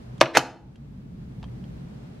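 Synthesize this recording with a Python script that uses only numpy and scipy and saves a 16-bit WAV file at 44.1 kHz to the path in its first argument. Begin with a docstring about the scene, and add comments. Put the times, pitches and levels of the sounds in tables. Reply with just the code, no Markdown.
"""A plastic telephone handset is put down on its cradle on a wooden table, close to the microphone.
One end knocks down and rattles, the other scrapes into its well and lands with a second clack.
Each contact thuds in the base, clacks in the shell and snaps at the edge; a few faint ticks follow.
A small room rings over rumble and hiss. The clacks overload the recorder: its gain ducks and creeps back."""
import sys
import numpy as np
from scipy import signal
from scipy.fft import rfft, irfft, next_fast_len
from scipy.io import wavfile
from scipy.ndimage import map_coordinates

SR = 44100
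rng = np.random.default_rng(int(sys.argv[2]) if len(sys.argv) > 2 else 0)


def log_audio(samples):
    """Write samples as a 16-bit WAV file to the path given in sys.argv[1]."""
    # one column per channel
    frames = np.atleast_2d(samples).T
    # limit to full scale, then quantise
    limited = np.clip(frames, -1, 1)
    pcm = np.round(limited * 32767).astype(np.int16)
    wavfile.write(sys.argv[1], SR, pcm)


N = 97020
RING_SAMPLES, PUSH_SAMPLES = SR // 2, 2048


def amp(db):
    """Decibels to gain."""
    return 10 ** (np.asarray(db) / 20)


def unit_rms(x):
    """Scale to rms 1."""
    return x / np.sqrt(np.mean(x ** 2) + 1e-20)


def decay(t, t60):
    """Exponential decay, 60 dB in t60 seconds."""
    return np.exp(-np.log(1000) * t / t60)


def log_interp(points, hz):
    """Interpolate (f/Hz, value) points on a log frequency axis."""
    knots_hz, values = np.transpose(points)
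    return np.interp(np.log(hz + 1), np.log(knots_hz + 1), values)


def filtered(x, response):
    """Zero-phase filter of gain response(hz)."""
    n = x.shape[-1]
    size = next_fast_len(n + SR // 4)
    return irfft(rfft(x, size) * response(np.fft.rfftfreq(size, 1 / SR)), size)[..., :n]


def coloured(x, colour):
    """Apply a (f/Hz, level/dB) curve."""
    return filtered(x, lambda hz: amp(log_interp(colour, hz)))


def stereo(mid, side, width):
    """Left and right from mid and side; width colours the side."""
    side = coloured(side, width)
    return np.array([mid + side, mid - side])


def add(track, start_s, x):
    """Mix x into the track."""
    i = round(start_s * SR)
    track[:, i:i + x.shape[1]] += x[:, :N - i]


def wobble(knots_per_s):
    """Smooth random curve."""
    return map_coordinates(rng.standard_normal(200), [np.arange(N) * knots_per_s / SR], mode="wrap")


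def burst(t60):
    """Two independent decaying noises of unit energy."""
    x = rng.standard_normal((2, RING_SAMPLES)) * decay(np.arange(RING_SAMPLES) / SR, t60)
    return x / np.linalg.norm(x, axis=1, keepdims=True)


def push(drive, colour):
    """Convolve the drive with the shortest causal (minimum-phase) pulse of this colour."""
    hz = np.fft.rfftfreq(PUSH_SAMPLES, 1 / SR)
    cepstrum = irfft(np.log(amp(log_interp(colour, hz))))
    cepstrum[1:PUSH_SAMPLES // 2] *= 2
    cepstrum[PUSH_SAMPLES // 2 + 1:] = 0
    pulse = irfft(np.exp(rfft(cepstrum)))
    pulse *= np.sqrt(SR / 1000) / np.linalg.norm(pulse)  # energy of 1 ms at full scale
    return signal.fftconvolve(drive, pulse[None], axes=1)


def strike(colour, t60, buzz_db):
    """One contact: impulse plus dense buzz (buzz_db re the impulse) in the mid, buzz alone in the side."""
    drive = rng.standard_normal((2, PUSH_SAMPLES)) * decay(np.arange(PUSH_SAMPLES) / SR, t60)
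    drive[0] *= amp(buzz_db) / np.linalg.norm(drive[0])
    drive[0, 0] += 1
    drive /= np.linalg.norm(drive, axis=1, keepdims=True)
    return push(drive, colour)


def resonate(contact, modes):
    """A contact plus the modes it excites; their levels vary from hit to hit."""
    t = np.arange(RING_SAMPLES) / SR
    rings = np.array([amp(db) * np.cos(2 * np.pi * hz * t) * decay(t, t60) for hz, db, t60 in modes])
    gains = 400 / SR * amp(rng.normal(0, 2.2, (len(modes), 1)))
    body = (gains * rings).sum(axis=0)
    body[0] += 1  # direct path
    return signal.fftconvolve(contact, body[None], axes=1)


# hum tones: f/Hz, level/dB re rumble, wander/Hz
HUM_TONES = [(131, -3.5, 6), (176.2, -9, 8)]


def hum(wavers_per_s=16, waver_db=4.5):
    """Low tones that waver in level and pitch."""
    out = np.zeros(N)
    for hz, db, wander_hz in HUM_TONES:
        level = amp(waver_db * wobble(wavers_per_s))
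        phase = 2 * np.pi * np.cumsum(hz + wander_hz * wobble(wavers_per_s)) / SR
        out += amp(db) * unit_rms(level * np.sin(phase))
    return out


# noise spectra: f/Hz, level/dB
RUMBLE_COLOUR = [(20, -20.5), (38, -10), (58, 0.5), (88, -7.5), (108, -3), (130, -1.5), (155, -3),
                 (178, -2.5), (230, -4), (300, -15.5), (450, -26), (1000, -63.5)]
HISS_COLOUR = [(200, -8), (330, -2.5), (550, -6.5), (1000, -14), (2000, -20.5), (4400, -27), (8000, -35.5),
               (12000, -40.5), (15500, -54)]
# noise envelopes: t/s, level/dB
RUMBLE_LEVEL = [(0, -45), (0.499, -41.5), (.9, -37), (1.35, -37), (1.75, -39), (2.0, -43), (2.2, -45)]
HISS_LEVEL = [(0, -51), (.9, -52), (1.5, -51.5), (2.0, -51), (2.2, -51.5)]
# rumble width: f/Hz, side gain/dB
RUMBLE_WIDTH = [(50, -24.5), (130, -17.5), (300, -9)]


def background(hiss_side_db=2, flutter_db=0.5):
    """Room rumble and hum swell slowly, with a faint, wide hiss."""
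    t = np.arange(N) / SR
    swell = amp(np.interp(t, *np.transpose(RUMBLE_LEVEL)))
    rumble = stereo(*coloured(rng.standard_normal((2, N)), RUMBLE_COLOUR), RUMBLE_WIDTH)
    hiss = stereo(*coloured(rng.standard_normal((2, N)), HISS_COLOUR), [(1000, hiss_side_db)])
    hiss_db = np.interp(t, *np.transpose(HISS_LEVEL)) + flutter_db * wobble(knots_per_s=22)
    return swell * (unit_rms(rumble) + hum()) + amp(hiss_db) * unit_rms(hiss)


# room decay: f/Hz, t60/s
ROOM_T60 = [(150, .5), (500, 0.58), (1500, 0.37), (3500, 0.35), (7000, 0.31), (10000, .29), (14000, 0.19)]
# room spectrum: f/Hz, level/dB
ROOM_COLOUR = [(100, 1), (300, 4), (600, -4.5), (1000, -2), (1900, -1.5), (3500, 0), (6500, -2), (8500, 0),
               (11000, -3), (14000, -8)]
# room width: f/Hz, side gain/dB
ROOM_WIDTH = [(100, -12), (700, -18), (2500, -15), (6000, -5.5), (11000, 4)]


def room(x, tail_db=-17.5, early_db=-15.5, delay_s=0.007):
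    """The near wall and table reflect quickly; the room dies away more slowly."""
    hz, t, spectra = signal.stft(rng.standard_normal((2, RING_SAMPLES)), SR, nperseg=256)
    spectra *= decay(t, log_interp(ROOM_T60, hz)[:, None])
    tail = signal.istft(spectra, SR, nperseg=256)[1][:, :RING_SAMPLES]
    response = amp(tail_db) * tail / np.linalg.norm(tail[0]) + amp(early_db) * burst(t60=0.085)
    delayed = np.pad(x, (round(delay_s * SR), 0))
    reverb = signal.fftconvolve(delayed[None], response, axes=1)[:, :N]
    return stereo(*coloured(reverb, ROOM_COLOUR), ROOM_WIDTH)


# tick spectrum: f/Hz, level/dB
TICK_COLOUR = [(200, -12), (650, 2.5), (940, 4), (1300, -4), (2200, -9.5), (3200, -2), (3900, -11),
               (4700, -10), (8000, -16), (15000, -27.5)]
# lightly touched shell: f/Hz, level/dB, t60/s
TICK_MODES = [(930, -6.5, .08), (1950, -15, .06), (3202, -2, .055)]
# settling plastic: t/s, level/dB, low edge/Hz, high edge/Hz
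TICKS = [(0.181, -45, 1607, 9000), (0.757, -37, 1398, 2686), (0.759, -43.5, 2990, 10860),
         (1.4292, -34.5, 699.5, 4992), (1.434, -32.5, 650, 1064), (1.4415, -37, 600, 4465),
         (1.483, -32.5, 1800, 2050), (1.641, -46, 1504, 5500)]


def ticks():
    """The plastic shifts; each tick rings the shell briefly in its own band."""
    out = np.zeros((2, N))
    for start_s, db, low_hz, high_hz in TICKS:
        band = signal.butter(2, [low_hz, high_hz], "bandpass", fs=SR, output="sos")
        tick = resonate(strike(TICK_COLOUR, t60=0.031, buzz_db=1.5), TICK_MODES)
        add(out, start_s, amp(db) * signal.sosfilt(band, tick))
    return out


SCRAPE_START_S, SCRAPE_FULL_S, SCRAPE_END_S = 0.3349, 0.356, 0.372
# scrape spectrum: f/Hz, level/dB
SCRAPE_COLOUR = [(150, -12.5), (280, -12.5), (450, 3.5), (750, -4), (1200, -7), (1600, -2.5), (2100, 2),
                 (2700, -6.5), (3200, -10.5), (5500, -18.5), (9000, -31), (15000, -48)]


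def scrape(full_db=-8.5, rise_db=29.5, slips_per_s=8200):
    """Plastic slides on plastic in tiny slips until the handset is seated in its well."""
    t = np.arange(N) / SR
    slips = rng.standard_normal((2, N)) * (rng.random(N) < slips_per_s / SR)
    level = amp(full_db + np.interp(t, [SCRAPE_START_S, SCRAPE_FULL_S], [-rise_db, 0]))
    sliding = (t > SCRAPE_START_S) & (t < SCRAPE_END_S)
    return level * sliding * unit_rms(coloured(slips, SCRAPE_COLOUR))


# hollow base spectrum: f/pitch, level/dB
THUD_COLOUR = [(.1, -45.5), (.3, -29.5), (.55, -9.5), (.72, -9), (1, 0), (1.15, -2.5), (1.4, -10),
               (1.95, -3.5), (2.6, -14.5), (3.2, -14.5), (5, -28.5), (14, -58.5)]
# shell, edge and table top spectra: f/Hz, level/dB
CLACK_COLOUR = [(200, -43.5), (900, -24.5), (1450, 1.5), (1800, -12), (2200, 0), (2600, 1), (2980, 1.5),
                (3300, -5.5), (3750, -2.5), (5000, -7.5), (5850, -7.5), (7500, -21.5), (15000, -34.5)]
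SNAP_COLOUR = [(1000, -29), (4000, -2), (6500, 0), (8800, -15), (11300, -8), (12800, -19), (15000, -20),
               (16000, -24)]
TABLE_COLOUR = [(25, -44.5), (50, -25), (90, -15.5), (128, 10), (165, -1), (230, -1), (600, -53)]
# modes of handset, cradle and table: f/Hz, first-end level/dB, second-end level/dB, t60/s
BODY_MODES = [(272, -16.5, -18, .16), (336.6, -25, -26, .7), (555, -25, -36, .11), (643, -19.5, -36.5, .16),
              (728, -42.5, -19, .1), (958, -15.5, -20, .06), (1050, -22.5, -29, .16),
              (1220, -9.5, -24.5, .03), (1476, -11.5, -11, .035), (1730, -17.5, -23, 0.18),
              (2068, -10, -8, .07), (2200, -12, -20.5, .08), (2980, -11, -11.5, .08),
              (3755, -10, -16.5, .05), (5850, -9, -7, .08)]
# handset on cradle: t/s, thud/dB, clack/dB, snap/dB, thud pitch/Hz, cutoff/Hz
CONTACTS = [(0.204, -40, -44, -36, 583, 7000), (0.2104, -30, -7.5, -14.5, 577.7, 5990),
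            (0.2121, -28.5, -6.5, -14, 584.5, 5980), (0.2133, -20.5, 0, -10.5, 586.6, 12990),
            (0.2138, 14.5, 3.5, -26, 595.4, 5500), (0.2217, -11, -7, -29, 330, 2983),
            (0.2286, -7, -11.5, -27.5, 620, 4500), (0.2380, -12, -14.5, -34.5, 950, 2509),
            (0.2573, -13, -15, -33.5, 589.6, 3730), (0.2635, -17, -16.5, -36, 700, 2800),
            (0.3514, -8.5, -13.5, -31.5, 450, 3480), (0.3602, -23.5, -14, -34.5, 850, 3000),
            (0.3713, -17.5, 1, 1, 753.6, 17900), (0.3712, 13, -3.5, -15, 761.7, 6930),
            (0.3744, -15, -1, -5.5, 756, 8010), (0.3780, -1.5, -9.5, -17, 280, 8964),
            (0.392, -6, -8, -25, 751, 4033)]


def handset(table_re_thud_db=-25):
    """Each contact excites base, shell and edge; softer ones pass less treble. Thuds shake the table."""
    out, shakes = np.zeros((2, N)), np.zeros((2, N))
    first_end = [(hz, db, t60) for hz, db, _, t60 in BODY_MODES]
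    second_end = [(hz, db, t60) for hz, _, db, t60 in BODY_MODES]
    for start_s, thud_db, clack_db, snap_db, pitch_hz, cutoff_hz in CONTACTS:
        thud_colour = [(ratio * pitch_hz, db) for ratio, db in THUD_COLOUR]
        thud = amp(thud_db) * strike(thud_colour, t60=0.092, buzz_db=-11.5)
        clack = amp(clack_db) * strike(CLACK_COLOUR, t60=0.017, buzz_db=6.5)
        snap = amp(snap_db) * strike(SNAP_COLOUR, t60=0.049, buzz_db=-0.5)
        lowpass = signal.butter(3, cutoff_hz, fs=SR, output="sos")
        contact = signal.sosfilt(lowpass, thud + clack + snap)
        modes = first_end if start_s < SCRAPE_START_S else second_end
        add(out, start_s, resonate(contact, modes))
        add(shakes, start_s, amp(thud_db + table_re_thud_db) * burst(t60=0.2))
    return out + push(shakes, TABLE_COLOUR)[:, :N]


# direct sound width: f/Hz, side gain/dB
DIRECT_WIDTH = [(100, -23.5), (300, -12.5), (700, -31.5), (1500, -20.5), (3000, -16), (6000, -8),
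                (11000, -1.5)]


def scene():
    """The telephone close by, in its room."""
    mid, side = handset() + scrape() + ticks()
    return stereo(mid, side, DIRECT_WIDTH) + room(mid) + background()


THRESHOLD_DB, MAX_CUT_DB, ATTACK_S, RECOVER_DB_PER_S = -16, 11, 0.0016, 9
LOW_CUT_HZ, TOP_HZ = 6.9, 16000


def record(dry):
    """Gain control ducks fast and recovers slowly; soft clipping and band limits follow."""
    over_db = 20 * np.log10(np.abs(dry).max(axis=0) + 1e-9) - THRESHOLD_DB
    recovery_db = RECOVER_DB_PER_S * np.arange(N) / SR
    cut_db = np.maximum.accumulate(np.clip(over_db, 0, MAX_CUT_DB) + recovery_db) - recovery_db
    pole = np.exp(-1 / (ATTACK_S * SR))
    ducked = dry * amp(-signal.lfilter([1 - pole], [1, -pole], cut_db))
    clipped = ducked / (1 + np.abs(ducked) ** 6) ** (1 / 6)
    highpass = signal.butter(1, LOW_CUT_HZ, "highpass", fs=SR, output="sos")
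    return filtered(signal.sosfilt(highpass, clipped), lambda hz: np.clip((TOP_HZ - hz) / 300, 0, 1))


dry = scene()
out = record(dry)
log_audio(out)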